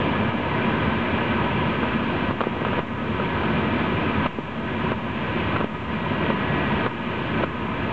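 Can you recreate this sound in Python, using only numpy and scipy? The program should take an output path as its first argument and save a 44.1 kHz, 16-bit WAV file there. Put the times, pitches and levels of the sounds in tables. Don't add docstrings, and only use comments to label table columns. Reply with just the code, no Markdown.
import sys
import numpy as np
from scipy import signal
from scipy.fft import rfft, irfft
from scipy.io import wavfile
from scipy.ndimage import uniform_filter1d

SR = 44100
rng = np.random.default_rng(int(sys.argv[2]) if len(sys.argv) > 2 else 0)


def magnitude_from_level(level_db):
    exponent = np.asarray(level_db, float) / 20
    return 10 ** exponent


def pcm_store(signal):
    levels = np.round(np.clip(np.atleast_2d(signal), -1, 1) * 32767)
    wavfile.write(sys.argv[1], SR, levels.astype(np.int16).T)


N = 349272
T = np.arange(N) / SR
HZ = np.fft.rfftfreq(N, 1 / SR) + 1


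def level(x, db):
    return x * magnitude_from_level(db) / np.sqrt(np.mean(x ** 2))


def slope_db(points):
    hz, db = np.transpose(points)
    return np.interp(np.log(HZ), np.log(hz), db, right=-200)


def walk(rate_hz):
    hold = int(SR / rate_hz)
    steps = np.repeat(rng.standard_normal(N // hold + 1), hold)
    return 1.05 * uniform_filter1d(uniform_filter1d(steps, hold), hold)[:N]


def ring(t, hz, length_s, phase=0):
    swell = np.exp(-(t / (0.57 * length_s)) ** 2)
    decay = 1 / np.cosh(t / length_s)
    return np.cos(2 * np.pi * hz * t + phase) * np.where(t < 0, swell, decay)


# frequency in Hz, level in dB per Hz.
HISS_COLOUR = [(60, -0.5), (5000, -3), (7400, -4), (8000, -9.5), (8500, -18.5), (8900, -39)]


def converter_noise():
    noise = rfft(rng.standard_normal(N))
    hiss = level(irfft(noise * magnitude_from_level(slope_db(HISS_COLOUR)), N), -66)
    clock_hz = 6222
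    return hiss + magnitude_from_level(-85.5) * np.sin(2 * np.pi * clock_hz * T)


# time in seconds, whine level in dB.
DRIVE_LOAD = [(0, -54), (2.2, -46), (3.0, -42.5), (4.5, -48), (5.2, -43.5), (5.95, -39.5), (6.75, -39),
              (7.0, -44), (7.92, -46)]


def whine():
    whine_hz = 1920.5
    db = np.interp(T, *np.transpose(DRIVE_LOAD))
    return np.sqrt(2) * magnitude_from_level(db + 1.1 * walk(17)) * np.sin(2 * np.pi * whine_hz * T)


# start in seconds, depth in dB, wait before the climb in seconds.
OVERLOADS = [(.29, 2.5, 0.12), (1.92, 1.5, .03), (2.308, 5.5, 0.048), (2.413, 1, 0.096),
             (2.792, 8.5, 0.084), (4.263, 10.5, 0.049), (4.918, 5.5, 0.031), (5.565, 4.5, 0.083),
             (5.644, 5, 0.064), (6.302, 2, 0.064), (6.863, 7, 0.13), (7.437, 6.5, 0.1)]


def duck_db():
    attack_s, release_db_per_s = 0.023, 15
    pull = sum(db * np.clip((T - s) / attack_s, 0, 1) for s, db, wait in OVERLOADS)
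    waiting = sum((T > s) & (T < s + wait) for s, db, wait in OVERLOADS) > 0
    owed = pull - release_db_per_s * np.cumsum(~waiting) / SR
    return owed - np.minimum.accumulate(np.minimum(owed, 0))


def control_leak():
    sag = sum(db * np.exp(-((T - s) / 0.06) ** 2) for s, db, wait in OVERLOADS)
    return -0.007 - 0.0006 * sag


# start in seconds, thud level in dB, tick level in dB.
JOLTS = [(1.8314, -16.5, -19.5), (2.309, -12, -18.5), (2.406, -14, -13.5), (2.4134, -9.5, -18.5),
         (2.4371, -22, -19), (2.4702, -8.5, -29.5), (2.529, -17, -40), (2.566, -15, -31),
         (2.6192, -14, -30), (2.649, -20, -17), (2.6664, -13, -24), (2.6827, -19, -22.5),
         (2.731, -13.5, -20), (2.7911, -10.5, -21.5), (3.1987, -12, -19.5), (3.4328, -22, -20),
         (4.2602, -13.5, -15), (4.3868, -13.5, -33), (4.8471, -14, -28), (4.9184, -12, -18.5),
         (5.5621, -15, -14.5), (5.6046, -16, -21.5), (5.611, -14, -22), (5.6436, -11.5, -25),
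         (6.3017, -10, -18), (6.7891, -15, -32), (6.863, -12.5, -17), (7.4093, -17, -31), (7.436, -10, -17),
         (7.4397, -16, -25)]


def knocks():
    tick_s, thud_s, scrape_s = 0.00084, 0.0011, 0.0034
    before, after = 300, 1200
    t = np.arange(-before, after) / SR
    out = np.zeros(N)
    chance = rng.random((len(JOLTS), 3))
    scrape_band = signal.butter(4, [1000, 3400], "band", fs=SR, output="sos")
    grit = signal.sosfilt(scrape_band, rng.standard_normal(N))
    for (s, thud_db, tick_db), (a, b, c) in zip(JOLTS, chance):
        thud_hz = 484 + 9.5 * (tick_db + 20)
        scrape_db = tick_db - 11.5
        tick_hz = 1210 * (0.85 + 0.23 * a)
        lag = 0.0037 + 0.0043 * b

        tick = ring(t - 0.001, tick_hz, tick_s)
        tick += 0.5 * ring(t - 0.0005, 0.69 * tick_hz, tick_s)
        tick += 0.48 * ring(t - lag, tick_hz, tick_s)

        thud = ring(t, thud_hz, thud_s, 2 * np.pi * c)
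        thud += 0.24 * ring(t - 1.32 * lag, 0.77 * thud_hz, thud_s)
        thud += 0.37 * ring(t - 0.002, 230, 0.004, 2 * np.pi * b)

        start = int(s * SR)
        span = slice(start - before, start + after)
        scrape = 1.8 * grit[span] * ring(t - 0.001, 0, scrape_s)
        out[span] += magnitude_from_level(thud_db - 1) * thud + magnitude_from_level(tick_db + 4) * tick + magnitude_from_level(scrape_db) * scrape
    return out * magnitude_from_level(duck_db())


# frequency in Hz, level in dB per Hz.
RUSH_COLOUR = [(15, -64), (25, -29), (50, -15), (77, -2.5), (160, -1), (265, -5), (400, -10), (745, -12),
               (1380, -16.5), (2190, -21), (3300, -25), (4200, -35.5), (5200, -41), (7800, -56.5)]
# frequency in Hz, width in Hz, gain in dB.
CABIN_MODES = [(108, 16, 2), (124, 20, -4), (186, 8.7, -5.5), (226, 42, 6), (366, 51, 5), (406, 15, -1),
               (476, 20, 1.5), (635, 37, 2), (763, 99, -4), (836, 32, -3.5), (983, 141, 8), (1100, 21, 0.5),
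               (1256, 46, 7.5), (1413, 59, -3), (1538, 69, 7), (1694, 60, 8), (1805, 83, -2.5),
               (1913, 41, 2.5), (2070, 110, 3.5), (2270, 66, 0), (2375, 106, 9), (2588, 110, 6),
               (2820, 120, 5.5), (3045, 110, 2.5), (3260, 100, 2.5), (3520, 90, -0.5)]
# time in seconds, level in dB before the gain control.
RUSH_LEVEL = [(0, -22), (1.4, -22), (1.9, -23.5), (2.6, -22), (3.1, -19.5), (3.7, -22.5), (4.5, -21.5),
              (5.0, -22.5), (5.5, -23), (5.9, -20.5), (6.6, -22.5), (7.2, -21), (7.92, -23.5)]


def airflow():
    rush_db = np.interp(T, *np.transpose(RUSH_LEVEL))
    rumble_db = -0.12 + walk(3.4)
    modes_db = sum(db / (1 + (2 * (HZ - hz) / width) ** 2) for hz, width, db in CABIN_MODES)
    noise = rfft(rng.standard_normal(N)) * magnitude_from_level(slope_db(RUSH_COLOUR) + modes_db)
    place = np.clip(2 * np.log2(HZ / 30), 0, 16)
    buffet = walk(22)
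    out = np.zeros(N)
    for k in range(17):
        share = np.clip(1 - np.abs(place - k), 0, 1)
        low = np.clip((7.5 - k) / 3, 0, 1)
        flicker_db = 0.87 * walk(8)
        sway_db = low * rumble_db + 0.41 * (1 - low) * buffet + flicker_db
        out += magnitude_from_level(sway_db) * irfft(noise * share, N)
    return level(out, 0) * magnitude_from_level(rush_db)


def scene():
    return (whine() + knocks() + airflow())[None]


def band_limit(x):
    return signal.sosfilt(signal.butter(12, 8820, fs=SR, output="sos"), x)


def record(dry):
    loud = dry * magnitude_from_level(-duck_db())
    ceiling = 0.3
    loud = loud / (1 + (loud / ceiling) ** 10) ** (1 / 10)
    loud = loud * np.clip(T / 0.00081, 0, 1)
    treble_cut = signal.butter(6, 3936, fs=SR, output="sos")
    loud = signal.sosfilt(treble_cut, loud)
    return band_limit(loud + converter_noise() + control_leak())


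dry = scene()
out = record(dry)
pcm_store(out)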